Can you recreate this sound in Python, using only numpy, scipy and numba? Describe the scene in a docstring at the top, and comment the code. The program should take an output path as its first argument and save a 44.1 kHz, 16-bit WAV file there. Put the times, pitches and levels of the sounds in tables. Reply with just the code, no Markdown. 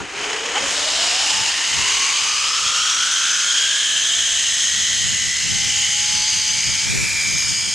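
"""A hanger clanks, and a zip-line trolley rolls off down a steel cable with a gritty, swelling roar.
Rough steel contact drives the trolley's resonances; the cable's strands hum under the sheaves and
ripples in the grooves whine, both rising with speed. The hanger knocks a few more times, a flange
squeals, and late in the ride the trolley slews. Rushing air buffets the microphone more and more;
it sits in a camera that the rider holds just below the trolley."""
import sys
import numpy as np
from scipy import signal
from scipy.fft import rfft, irfft, next_fast_len
from scipy.io import wavfile
from scipy.ndimage import uniform_filter1d
from numba import njit

SR = 44100
rng = np.random.default_rng(int(sys.argv[2]) if len(sys.argv) > 2 else 0)


def store_wav(level_fs):
    """Save 16-bit WAV to argv[1]."""
    pcm = np.round(np.clip(np.atleast_2d(level_fs), -1, 1) * 32767)
    wavfile.write(sys.argv[1], SR, pcm.T.astype(np.int16))


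N = 341334

T = np.arange(N) / SR
STRANDS_PER_TURN = 11.66
CRUISE_HZ = 600  # reference strand rate for levels that depend on speed


def undb(db):
    """Decibels to gain."""
    return np.exp(np.asarray(db) * (np.log(10) / 20))


def unit(x):
    """Scale to rms 1."""
    return x / np.sqrt(np.mean(x ** 2))


def curve(rows, column=1):
    """One column of a table, joined by straight lines in time."""
    rows = np.array(rows, float)
    return np.interp(T, rows[:, 0], rows[:, column])


def eased(rows, seconds=0.052):
    """A curve with its corners rounded by a moving average."""
    return uniform_filter1d(curve(rows), int(seconds * SR), mode="nearest")


def spell(start, end, rise_s, fall_s):
    """Attack, hold and release, from 0 to 1."""
    return np.clip((T - start) / rise_s, 0, 1) * np.clip((end - T) / fall_s, 0, 1)


def noise():
    """White noise."""
    return rng.standard_normal(N)


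def walk(rate):
    """Smooth random fluctuation of rms 1, with rate new values a second."""
    hold = max(int(SR / rate), 1)
    steps = np.repeat(rng.standard_normal(N // hold + 1), hold)[:N]
    return unit(uniform_filter1d(uniform_filter1d(steps, hold), hold))


def colour(x, points):
    """Filter by (Hz, dB) points joined on a log-frequency axis."""
    hz, db = np.transpose(points)
    size = next_fast_len(N)
    f = np.maximum(np.arange(size // 2 + 1) * SR / size, 1)
    return irfft(rfft(x, size) * undb(np.interp(np.log(f), np.log(hz), db)), size)[:N]


@njit
def svf(x, hz, width):
    """State-variable filter with a moving centre; gives band-pass and high-pass."""
    out, band_state, low_state = np.empty((2, len(x))), 0., 0.
    for i in range(len(x)):
        g, damping = np.tan(np.pi * hz[i] / SR), width[i] / hz[i]
        band = (band_state + g * (x[i] - low_state)) / (1 + g * (g + damping))
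        low = low_state + g * band
        out[0, i], out[1, i] = damping * band, x[i] - damping * band - low
        band_state, low_state = 2 * band - band_state, 2 * low - low_state
    return out


def resonate(x, hz, width):
    """A steep resonance that keeps the level of white noise."""
    hz, width = hz + np.zeros(N), width + np.zeros(N)
    return svf(svf(x + 1e-18, hz, width)[0], hz, width)[0] * np.sqrt(2 * SR / np.pi / width)


def dent(x, hz, width_hz, db):
    """Peaking filter: raises or lowers one moving band."""
    return x + (undb(db) - 1) * svf(x, hz, np.full(N, float(width_hz)))[0]


def crossing(hz, centre_hz, width_hz, order=4):
    """Resonance curve: 1 at the centre, near 0 far from it."""
    return 1 / (1 + np.abs(2 * (hz - centre_hz) / width_hz) ** order)


# Blows on the hanger. Each row: start in seconds, thud in dB, clank in dB, favoured pitch in Hz.
KNOCKS = [(.002, -41, -23, 1100), (.012, -40, -24.5, 477), (.556, -46, -24, 600), (.606, -46, -31, 310),
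          (.63, -44, -39, 310), (1.775, -35, -34, 400), (4.165, -41, -53, 300)]
# Its modes. Each row: frequency in Hz, time to fall 60 dB in seconds, relative level in dB.
HANGER_MODES = [(204, 0.25, -0.5), (285, 0.28, -0.5), (410, 0.16, -3), (466, 0.03, -3.5), (800, 0.08, -5),
                (955, 0.06, -1), (1160, 0.06, -3), (1410, 0.1, 2)]


def knocks(thud_s=.03, thud_hz=72., rise_s=0.0026, focus=1.96):
    """Impact excitation: the hanger shifts under load, its modes ring and a thud runs down the arm."""
    out, age = np.zeros(N + SR), np.arange(SR // 2) / SR
    for start_s, thud_db, clank_db, favoured_hz in KNOCKS:
        blow = undb(thud_db) * np.exp(-age / thud_s) * np.sin(2 * np.pi * thud_hz * age)
        for hz, t60, db in HANGER_MODES:
            share = undb(clank_db + db) / (1 + (focus * np.log2(hz / favoured_hz)) ** 2)
            blow += share * undb(-60 * age / t60) * np.sin(2 * np.pi * (hz * age + rng.random()))
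        start = int(start_s * SR)
        out[start:start + len(age)] += blow * (1 - np.exp(-age / rise_s))
    return out[:N]


def contact(strand_hz, wobble_db=0.4, flutter_db=0.41, sway_db=0.12, chatter_db=2.4, chatter_s=0.0028):
    """Contact pressure throbs once a turn, flutters as the cable shakes and chatters at low speed."""
    turns = np.cumsum(strand_hz / STRANDS_PER_TURN) / SR
    bumps = (rng.random(N) < 60. / SR) * rng.uniform(0.29, 1, N)  # about 60 a second
    chatter = np.minimum(signal.lfilter([1], [1, -np.exp(-1 / (chatter_s * SR))], bumps + 1e-18), 1)
    slowness = strand_hz.min() / strand_hz
    throb_db = wobble_db * np.sin(2 * np.pi * turns) + flutter_db * walk(130) + sway_db * walk(18)
    return undb(throb_db + 2 * chatter_db * slowness * (chatter - chatter.mean()))


def grit(pressure, spread=0.18):
    """Roughness excitation: dense tiny impacts of uneven size, scaled by the pressure."""
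    impacts = noise()
    return unit(impacts * (1 + spread * impacts * impacts) * pressure)


# Load on the sheaves. Each row: time in seconds, relative level in dB.
LOAD = [(0, -7), (.08, -9.5), (.2, -1), (.52, -0.8), (.57, 2), (.85, -.5), (1.08, 0.5), (1.48, 0.7),
        (1.55, -1.5), (1.85, 1.5), (2.45, -1), (3, .5), (4.9, .5), (5.3, -0.5), (5.8, .5), (7.74, -1)]


def driven(law, strand_hz, settle_start_s=0.55):
    """Forced response: a part's level in dB follows load, speed, the rider's weight and the slew."""
    # Each law: level in dB, dB per doubling of speed, dB added before the weight settles,
    # settling time in seconds, dB added at full slew.
    db, speed_db, light_db, settle_s, slew_db = law
    light = 1 - np.clip((T - settle_start_s) / settle_s, 0, 1)
    doublings = np.log2(strand_hz / CRUISE_HZ)
    return db + eased(LOAD) + speed_db * doublings + light_db * light + slew_db * slew()


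# Spectra of the roar's four bands. Each row: frequency in Hz, relative density in dB.
RUMBLE_SPECTRUM = [(60, -16), (180, -10.5), (280, -5), (380, -5), (600, -6), (900, -2.5), (1300, -3),
                   (1900, 0), (2600, 0), (3600, -14.5), (6000, -47)]
RASP_SPECTRUM = [(1500, -27), (2700, -10), (3700, 0), (4400, 0), (5600, -5), (7000, -16), (10000, -58)]
HISS_SPECTRUM = [(4000, -22), (6000, -4.5), (6900, -1), (7250, -3.3), (7700, -1.2), (8200, -4), (8600, -6),
                 (9000, -12), (9500, -13), (10300, -21.5), (11500, -29.5), (13000, -40), (15500, -50)]
FIZZ_SPECTRUM = [(8000, -22), (10000, 0), (11500, 3), (13000, -9), (15500, -20)]
# Their level laws, with the entries listed in driven().
RUMBLE_LAW = (-31.4, -3.5, -1.8, .27, 2.5)
RASP_LAW = (-27.5, -3, -12.5, .3, 1)
HISS_LAW = (-26.7, 0, -8.5, .18, .5)
FIZZ_LAW = (-55, 5, -22, .35, 8.5)


def rolling(strand_hz, pressure, knee=1.984, leak_db=-11.0, leak_slope_db=-3.2, waver_db=0.44):
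    """Rolling noise: a broad roar whose lower edge climbs with speed as the bumps pass faster."""
    edge_hz = knee * strand_hz
    above_edge = colour(grit(pressure), RUMBLE_SPECTRUM)
    for _ in range(2):
        above_edge = svf(above_edge, edge_hz, edge_hz)[1]
    leak_gain = undb(leak_db + leak_slope_db * np.log2(strand_hz / strand_hz.mean()))
    rumble = unit(above_edge + leak_gain * colour(grit(pressure), RUMBLE_SPECTRUM))
    rasp = unit(colour(grit(pressure), RASP_SPECTRUM)) * undb(waver_db * walk(8))
    hiss = unit(colour(grit(pressure, spread=0.16), HISS_SPECTRUM))
    fizz = unit(colour(grit(pressure, spread=1.2), FIZZ_SPECTRUM))
    bands = (rumble, RUMBLE_LAW), (rasp, RASP_LAW), (hiss, HISS_LAW), (fizz, FIZZ_LAW)
    return sum(band * undb(driven(law, strand_hz)) for band, law in bands)


def ring(mode, law_db, pressure, width_hz, contrast, wander_hz=59.6, waver_db=0.37):
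    """Forced resonance: grit rings one mode, which stands out when driven hard."""
    db = law_db + curve(mode, column=2) + waver_db * walk(7)
    excess_db = np.clip(db - np.median(db), -10, 4)
    response = resonate(grit(pressure), curve(mode) + wander_hz * walk(20), width_hz)
    return response * undb(db + contrast * excess_db)


# Trolley resonances near 3, 5 and 6.4 kHz. Each row: time in seconds, centre in Hz,
# swell in dB and, for sheave and rim, width in Hz.
CHEEK = [(0, 3070, -1.5), (.8, 3060, -2), (1.4, 2890, .5), (2.2, 2910, -0.2), (2.75, 3200, 2),
         (3.2, 3150, 1), (3.45, 3160, -2.5), (3.55, 3150, 1.5), (4.1, 3160, 2.3), (4.9, 3090, 1),
         (5.3, 3080, -2), (5.8, 3040, .8), (6.8, 3070, -3), (7.74, 3110, -0.5)]
SHEAVE = [(0, 5260, -1, 1000), (1.4, 5250, .5, 900), (1.9, 4900, -1.5, 1100), (2.3, 5030, 0.5, 900),
          (2.9, 5420, -.5, 1100), (3.6, 5200, .5, 1000), (3.8, 5180, -3, 750), (4.8, 5170, -1, 650),
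          (5.8, 5200, .5, 950), (6.35, 4900, 3.5, 850), (6.8, 5020, 3.5, 850), (6.96, 5750, 0, 1300),
          (7.1, 5080, 1.5, 1100), (7.48, 5020, 4.5, 750), (7.74, 5170, 2.5, 700)]
RIM = [(0, 6570, -2, 1000), (1.3, 6600, -1, 1200), (2, 6400, 0, 1000), (2.8, 6440, -.5, 1200),
       (3.35, 6350, -.5, 1000), (3.6, 6650, -2.5, 1100), (3.95, 6340, -1, 850), (4.45, 6530, .3, 950),
       (4.85, 6380, .4, 850), (5.15, 6560, 0, 850), (5.5, 6300, -1, 850), (5.78, 6520, 1, 1000),
       (6.12, 6300, 0, 650), (6.75, 6370, 0, 650), (6.98, 6800, -3, 1100), (7.36, 6480, 3, 650),
       (7.55, 6680, 1.5, 650), (7.74, 6600, -.5, 650)]
# Their level laws, with the entries listed in driven().
CHEEK_LAW = (-25.5, 0, -5, .27, -7)
SHEAVE_LAW = (-29, -.5, -7, .19, 0)
RIM_LAW = (-24.5, 2.5, -2, .12, -5.5)


def rings(strand_hz, pressure):
    """Modal superposition: the trolley's three main resonances sound together."""
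    cheek = ring(CHEEK, driven(CHEEK_LAW, strand_hz), pressure, width_hz=560., contrast=.05)
    sheave = ring(SHEAVE, driven(SHEAVE_LAW, strand_hz), pressure, curve(SHEAVE, column=3), contrast=.2)
    rim = ring(RIM, driven(RIM_LAW, strand_hz), pressure, curve(RIM, column=3), contrast=.1)
    return cheek + sheave + rim


# The two highest resonances. Each row: time in seconds, centre in Hz, level in dB.
HIGH_MODE = [(0, 7700, -58), (1, 7600, -44), (2.6, 7800, -42), (3.3, 7850, -39), (3.7, 8000, -39),
             (4.4, 7730, -32), (5.4, 7620, -34.5), (5.8, 7450, -34), (6.2, 7800, -42), (6.85, 7800, -40),
             (7.3, 7650, -41), (7.74, 7400, -43)]
TOP_MODE = [(0, 8500, -65), (1.2, 8400, -47), (3.2, 8150, -45), (4.4, 8600, -36), (5.1, 8450, -47),
            (5.8, 8600, -43), (6.5, 9350, -47), (7.1, 9750, -42), (7.36, 9500, -51), (7.47, 8620, -36),
            (7.74, 8540, -36.5)]


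def high_rings(pressure, width_hz=500.):
    """Forced resonance in the treble: grit drives two drifting bands that swell and fade."""
    return sum(resonate(grit(pressure), curve(mode), width_hz) * undb(curve(mode, column=2))
               for mode in (HIGH_MODE, TOP_MODE))


def shimmer(x, low_hz=3970., high_hz=10500., width_hz=470., drift_hz=160., depth_db=.9, count=7):
    """Spectral modulation: small peaks and dips drift through the treble as the camera swings."""
    for hz in np.linspace(low_hz, high_hz, count):
        x = dent(x, hz + drift_hz * walk(3.01), width_hz, depth_db * walk(5))
    return x


# Low modes of the hanger. Each row: frequency in Hz, width in Hz, relative level in dB.
DRONE_MODES = [(284.3, 34, -2), (471, 97, -1.5)]
# Their level law, with the entries listed in driven().
DRONE_LAW = (-60, -10.5, -6, .27, 2)


def drone(strand_hz):
    """Random excitation: rolling shakes the hanger's low modes, most while the bumps pass slowly."""
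    modes = sum(undb(db) * resonate(noise(), hz, width) for hz, width, db in DRONE_MODES)
    return modes * undb(driven(DRONE_LAW, strand_hz))


# Hanger modes that lift the hum. Each row: centre in Hz, width in Hz, lift in dB.
HUM_SWELLS = [(402, 44, 9), (497, 55, 7), (668, 80, 6.5), (838, 80, 13), (844, 28, 3), (890, 32, 6.5)]


def hum(strand_hz, level_db=-58, waver_db=1.5, drift_hz=1.53, upper_db=-10., lower_db=3.):
    """Periodic forcing: passing strands make a tone, and the oval sheave adds two sidebands."""
    cycles = np.cumsum(strand_hz + drift_hz * walk(20)) / SR
    upper_ratio, lower_ratio = 1 + 2 / STRANDS_PER_TURN, 1 - 3 / STRANDS_PER_TURN
    upper = undb(upper_db + 2 * walk(3.7)) * np.sin(2 * np.pi * cycles * upper_ratio)
    lower = undb(level_db + lower_db + 2 * walk(12)) * np.sin(2 * np.pi * cycles * lower_ratio)
    lower *= crossing(lower_ratio * strand_hz, centre_hz=495., width_hz=70.)  # heard only in this mode
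    swell_db = sum(db * crossing(strand_hz, hz, width, order=20) for hz, width, db in HUM_SWELLS)
    tone = unit(np.sin(2 * np.pi * cycles) + upper)
    return tone * undb(level_db + swell_db + waver_db * walk(12)) + lower


# Shaking of the rider's hand. Each row: time in seconds, level in dB.
HAND_SHAKE = [(0, -58), (1.7, -53.5), (3.4, -63), (4.4, -53), (7.74, -51.5)]


def handling(hz=62.3, width_hz=52.0, shake_db=3.):
    """Structure-borne sound: the cable's shaking reaches the camera through the hand as a rumble."""
    return resonate(noise(), hz, width_hz) * undb(curve(HAND_SHAKE) + shake_db * walk(14))


def rush(strand_hz, cruise_db=-57.5, db_per_doubling=40.5):
    """Power law of flow noise: its amplitude grows steeply with speed."""
    return undb(cruise_db + db_per_doubling * np.log2(strand_hz / CRUISE_HZ))


# Spectrum of the buffeting. Each row: frequency in Hz, relative density in dB.
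WIND_SPECTRUM = [(20, -22), (40, -11), (65, -3), (110, 2), (170, -1.5), (250, -8.5), (400, -21), (800, -33),
                 (2000, -57)]


def eddies(brightness, bright_hz=330., width_hz=390.):
    """Turbulence: deep noise, with a higher band mixed in by brightness."""
    return unit(colour(noise(), WIND_SPECTRUM)) + brightness * resonate(noise(), bright_hz, width_hz)


# Single gusts. Each row: time of the peak in seconds, length in seconds, level in dB.
GUSTS = [(.01, .08, -35), (0.678, 0.21, -38.5), (1.4, 0.13, -39), (1.8, 0.14, -34), (2.3, 0.22, -48),
         (2.66, .1, -41), (4.5, .3, -48), (5.05, 0.53, -36.5), (5.65, 0.67, -33.5), (6.65, .15, -37),
         (6.997, 0.32, -28.5), (7.328, .14, -31)]


def wind(strand_hz, breeze_db=-58.5, gust_db=3., common_db=-10., lean_db=1.5, bright_db=-6.):
    """Turbulent pressure: eddies mostly push one microphone port while they pull the other."""
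    gusts = sum(undb(db) * np.exp(-(2 * (T - s) / length) ** 2) for s, length, db in GUSTS)
    air = np.sqrt(undb(breeze_db) ** 2 + rush(strand_hz) ** 2 + gusts ** 2)
    force = air * undb(gust_db * walk(30))
    brightness = undb(bright_db) * air / air.max()  # strong gusts reach higher
    common = undb(common_db) * force * eddies(brightness)
    opposed = force * eddies(brightness)
    return np.array([(common + opposed) * undb(lean_db / 2), (common - opposed) * undb(-lean_db / 2)])


RIPPLE_ORDERS = np.arange(22, 35)  # counts of ripples round the groove
# Strength of the ripples, rolling and skidding. Each entry: one order's relative level in dB at speed.
ROLLING_RIPPLE_DB = [-14.5, -17, -17.5, -14, -8, -6, -5.5, 1.2, 1.5, -.5, -11, -8, -11]
SKID_RIPPLE_DB = [-17, -15, -9, -9, -8, -1, -.5, -1, 0, 1, -9, -4.5, -10]
# Loudness of the whine and of its overtone. Each row: time in seconds, level in dB.
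WHINE_LEVEL = [(.1, -44), (.19, -35), (.6, -35), (1.05, -33.5), (1.42, -33.5), (1.49, -48), (1.7, -50),
               (1.8, -33.5), (2.3, -31), (2.9, -27), (3.5, -28), (4.1, -31.5), (4.8, -31), (5.45, -29.7),
               (5.85, -31.5), (6.1, -33), (6.45, -34), (6.95, -28.5), (7.2, -25.5), (7.35, -29.5),
               (7.5, -35), (7.74, -37.5)]
OVERTONE_LEVEL = [(0, -47), (1.3, -40), (1.6, -30.5), (2.1, -27.5), (2.6, -31.5), (5.7, -33), (6.4, -26.5),
                  (6.9, -38), (7.74, -33)]
# Creep of the sheave against the cable. Each row: time in seconds, rise in pitch in per cent.
CREEP = [(0, 1), (.2, 2), (.45, -.8), (.75, 2), (.92, -1.5), (1.4, .5), (1.75, .3), (1.95, 2.3),
         (2.25, 2.5), (2.45, .9), (2.9, 1.3), (3.2, .8), (4.7, .8), (5.4, .1), (6.2, .6), (7.05, .3),
         (7.2, -.4), (7.35, .3), (7.6, .8)]
# Sheave resonances that lift each passing line. Each row: centre in Hz, width in Hz, lift in dB.
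WHINE_SWELLS = [(410, 40, 2.5), (680, 50, 3), (875, 50, 3.5), (1074, 70, 2.5), (1294, 86, 2.5),
                (1420, 52, 2.5), (1665, 120, 2.5), (1927, 66, 2.5), (2023, 77, 2.5), (2350, 130, 7)]


def whine(turn_hz, pressure, slip_hz=5., skid_slip_hz=3.5, waver_db=2.3, smear_db=-12.5, overtone=5.33):
    """Corrugation noise: groove ripples give spectral lines one turn rate apart, blurred by slip."""
    spin_hz = turn_hz * (1 + eased(CREEP) / 100)
    turns = np.cumsum(spin_hz) / SR
    skidding = spell(start=2.0, end=3.95, rise_s=0.6, fall_s=0.6)
    slowness = np.maximum(turn_hz.mean() / turn_hz, 1)  # a slow sheave runs true: weak outer lines
    lines, hop = 0, 100
    for order, rolling_db, skid_db in zip(RIPPLE_ORDERS, ROLLING_RIPPLE_DB, SKID_RIPPLE_DB):
        db = (rolling_db + (skid_db - rolling_db) * skidding) * slowness
        slip = np.cumsum((slip_hz + skid_slip_hz * skidding) * walk(40)) / SR
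        line = np.sin(2 * np.pi * (order * turns + slip + rng.random()))
        line_hz = order * spin_hz[::hop]
        swell_db = sum(lift * crossing(line_hz, hz, width) for hz, width, lift in WHINE_SWELLS)
        lines += undb(db + np.repeat(swell_db, hop)[:N] + waver_db * walk(14)) * line
    centre_hz = spin_hz * np.average(RIPPLE_ORDERS, weights=undb(ROLLING_RIPPLE_DB) ** 4)
    judder_db = 2.3 * np.log2(slowness)  # at low speed the tone gives way to skidding noise
    lines = unit(lines) * undb(-judder_db - .5 * skidding)
    smear = resonate(grit(pressure), centre_hz, 0.18 * centre_hz)
    smear *= undb(smear_db + judder_db + 2.5 * skidding)
    upper_hz = overtone * STRANDS_PER_TURN * turn_hz
    upper = resonate(grit(pressure), upper_hz, 0.22 * upper_hz)
    return (lines + smear) * undb(curve(WHINE_LEVEL)) + upper * undb(curve(OVERTONE_LEVEL))


# A flange brushes the cable and squeals in spells; near 5.9 s a further short narrow tone rings at about 2 kHz,
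# played alike. Each row: start and end # in seconds, pitch and width in Hz, level in dB.
SQUEALS = [(.18, .7, 3010, 220, -35), (.55, .61, 3070, 200, -28), (1.0, 1.5, 2930, 200, -35),
           (1.45, 1.72, 1830, 110, -38), (2.82, 3.0, 3240, 200, -32), (3.2, 3.47, 2580, 180, -34),
           (3.474, 3.72, 3250, 80, -24.5), (3.63, 4.4, 3170, 190, -30), (4.4, 5.15, 3080, 190, -34),
           (5.68, 6.05, 2990, 170, -29.5), (5.82, 5.93, 2062, 50, -32), (6.88, 7.17, 2450, 190, -30.5)]


def squeals(strand_hz, rise_s=0.008, fall_s=0.046, throb_db=1.8, rough_db=1.6):
    """Friction-excited vibration: one mode sings in an unsteady tone that throbs once a turn; the short narrow
    tone near 5.9 s is played the same way."""
    out = np.zeros(N)
    throb = throb_db * np.sin(2 * np.pi * np.cumsum(strand_hz / STRANDS_PER_TURN) / SR)
    for start, end, hz, width, db in SQUEALS:
        tone = np.sin(2 * np.pi * np.cumsum(hz + width / 2 * walk(400)) / SR)
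        rough_tone = unit(tone * undb(throb + rough_db * walk(250)))
        out += undb(db) * spell(start, end, rise_s, fall_s) * rough_tone
    return out


# Rough spots on the cable. Each row: time in seconds, jump in pressure in dB.
SNAGS = [(.3308, 5), (.3617, 2.5), (.487, 2.5), (.5555, 3), (.7079, 4.5), (1.0397, 4.5)]


def snags(decay_s=.006):
    """Impulsive loading: each rough spot lifts the contact pressure, which relaxes exponentially."""
    kicks = np.zeros(N)
    for s, db in SNAGS:
        kicks[int(s * SR)] = undb(db) - 1
    return 1 + signal.lfilter([1], [1, -np.exp(-1 / (decay_s * SR))], kicks)


def lurch(pressure, start_s=.543, length_s=.066, from_hz=750, to_hz=978, scrape_db=-27, crunch_db=-28):
    """Sliding friction: as the weight comes on, the sheave skids with a rising scrape and a crunch."""
    end_s = start_s + length_s
    hz = curve([(start_s, from_hz), (end_s, to_hz)]) + 35. 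* walk(200)
    scrape = unit(np.sin(2 * np.pi * np.cumsum(hz) / SR)) * undb(scrape_db + 2.5 * walk(199))
    crunch = resonate(grit(pressure), hz=1200., width=1200.) * undb(crunch_db)
    return (scrape + crunch) * spell(start_s, end_s, rise_s=.014, fall_s=.035)


def sweep(strand_hz, pressure, multiple=10.6, base_db=-50., swell_db=21.7):
    """Swept excitation: a noise band climbs with speed and swells in the trolley's upper resonances."""
    hz = multiple * strand_hz
    db = base_db + swell_db * crossing(hz, centre_hz=5950., width_hz=3600.)
    return resonate(grit(pressure), hz, width=500.) * undb(db)


# A hollow in the roar's spectrum. Each row: time in seconds, centre in Hz, gain in dB.
HOLLOW = [(3, 4250, -0.5), (3.3, 4400, -3), (3.55, 4500, 1), (3.85, 4650, -5), (4.4, 4700, -5),
          (5.45, 4570, -4), (5.9, 4200, -3), (6.8, 4000, -1), (6.97, 5050, -2), (7.08, 4630, 0),
          (7.25, 4450, -11), (7.43, 4250, -16), (7.54, 3850, -13), (7.74, 3700, -10)]
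# Its companions. Each row: ratio to its centre, width in Hz, share of its gain, dB added at full slew.
SIDE_HOLLOWS = [(.535, 300, 0.2, 4), (.635, 340, 0, -11)]


def hollow(x, width_hz=400.0):
    """Phasing: notches glide together through the roar and change depth while the trolley slews."""
    hz, db, slewed = eased(HOLLOW), curve(HOLLOW, column=2), slew()
    for ratio, width, share, slew_db in SIDE_HOLLOWS:
        x = dent(x, ratio * hz, width, share * db + slew_db * slewed)
    return dent(x, hz, width_hz, db)


# Gaps between the treble resonances. Each row: time in seconds, centre in Hz, gain in dB.
LOW_GAP = [(3.4, 5800, 0), (4.3, 5700, -1.5), (5.7, 5700, 0), (6, 5500, -3), (6.7, 5700, -2), (7, 5750, 0),
           (7.5, 5800, -3.5)]
HIGH_GAP = [(3.5, 8200, 0), (5.2, 8350, -3.5), (5.8, 8300, -1), (6.05, 8900, -4), (6.5, 8700, -1),
            (7.25, 8650, -5), (7.43, 8080, -13), (7.6, 8200, -6), (7.74, 7950, -11)]


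def gaps(x, width_hz=420.):
    """Notch filtering: two narrow gaps slide through the treble as the camera swings."""
    for gap in (LOW_GAP, HIGH_GAP):
        x = dent(x, curve(gap), width_hz, curve(gap, column=2))
    return x


def slipstream(strand_hz, hz=1710.0, width_hz=1700.0, gain_db=-4., waver_db=1.):
    """Flow noise: air hisses past the rider, louder with speed."""
    return resonate(noise(), hz, width_hz) * rush(strand_hz) * undb(gain_db + waver_db * walk(6))


def slew():
    """Flange contact: how far the trolley has slewed onto a flange, from 0 to 1."""
    return spell(start=6.84, end=7.95, rise_s=.12, fall_s=1.0)


def roar(strand_hz, pressure):
    """Source and filter: rolling noise and the trolley's resonances pass through the moving notches."""
    modes, top = rings(strand_hz, pressure), high_rings(pressure)
    body = modes + sweep(strand_hz, pressure) + rolling(strand_hz, pressure)
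    return shimmer(gaps(hollow(body) + top))


# Speed of the ride. Each row: time in seconds, rate at which strands pass under a sheave in Hz.
STRAND_RATE = [(0, 146), (.2, 154), (.5, 188), (1, 262), (1.4, 338), (1.8, 386), (2, 418), (3, 552),
               (3.5, 613), (4, 668), (5, 763), (6.3, 856), (6.85, 872), (7.05, 900), (7.4, 904),
               (7.74, 890)]
# Stereo width of the roar. Each row: frequency in Hz, side minus mid in dB.
STEREO_WIDTH = [(100, -10), (700, -11), (1300, -10.5), (2400, -19), (4400, -16), (6300, -15), (7500, -9.5),
                (9000, -1.5), (15000, -3)]
# Balance of the two microphones. Each row: frequency in Hz, left minus right in dB.
BALANCE = [(400, 1), (1300, 1), (2400, .5), (5500, 0.7), (10000, 0), (15000, -3)]


def scene():
    """Superposition: the trolley hangs overhead; its treble scatters off the rider and arrives wide."""
    strand_hz = eased(STRAND_RATE, seconds=0.12)
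    pressure = contact(strand_hz) * snags()
    tones = whine(strand_hz / STRANDS_PER_TURN, pressure) + hum(strand_hz) + squeals(strand_hz)
    trolley = roar(strand_hz, pressure) + tones + drone(strand_hz) + knocks() + lurch(pressure)
    mid = trolley + handling() + slipstream(strand_hz)
    side = colour(roar(strand_hz, pressure), STEREO_WIDTH)
    left = colour(mid + side, [(hz, db / 2) for hz, db in BALANCE])
    right = colour(mid - side, [(hz, -db / 2) for hz, db in BALANCE])
    return np.array([left, right]) + wind(strand_hz)


def record(dry, port_hz=8250.0, port_width_hz=1420.0, port_depth=0.63, top_hz=15700):
    """Frequency response: the left microphone port notches the treble, and the camera cuts the top."""
    port_band = svf(dry[0], np.full(N, port_hz), np.full(N, port_width_hz))[0]
    ears = np.array([dry[0] - port_depth * port_band, dry[1]])
    return signal.sosfilt(signal.ellip(8, .2, 70, top_hz, fs=SR, output="sos"), ears)


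dry = scene()
out = record(dry)
store_wav(out)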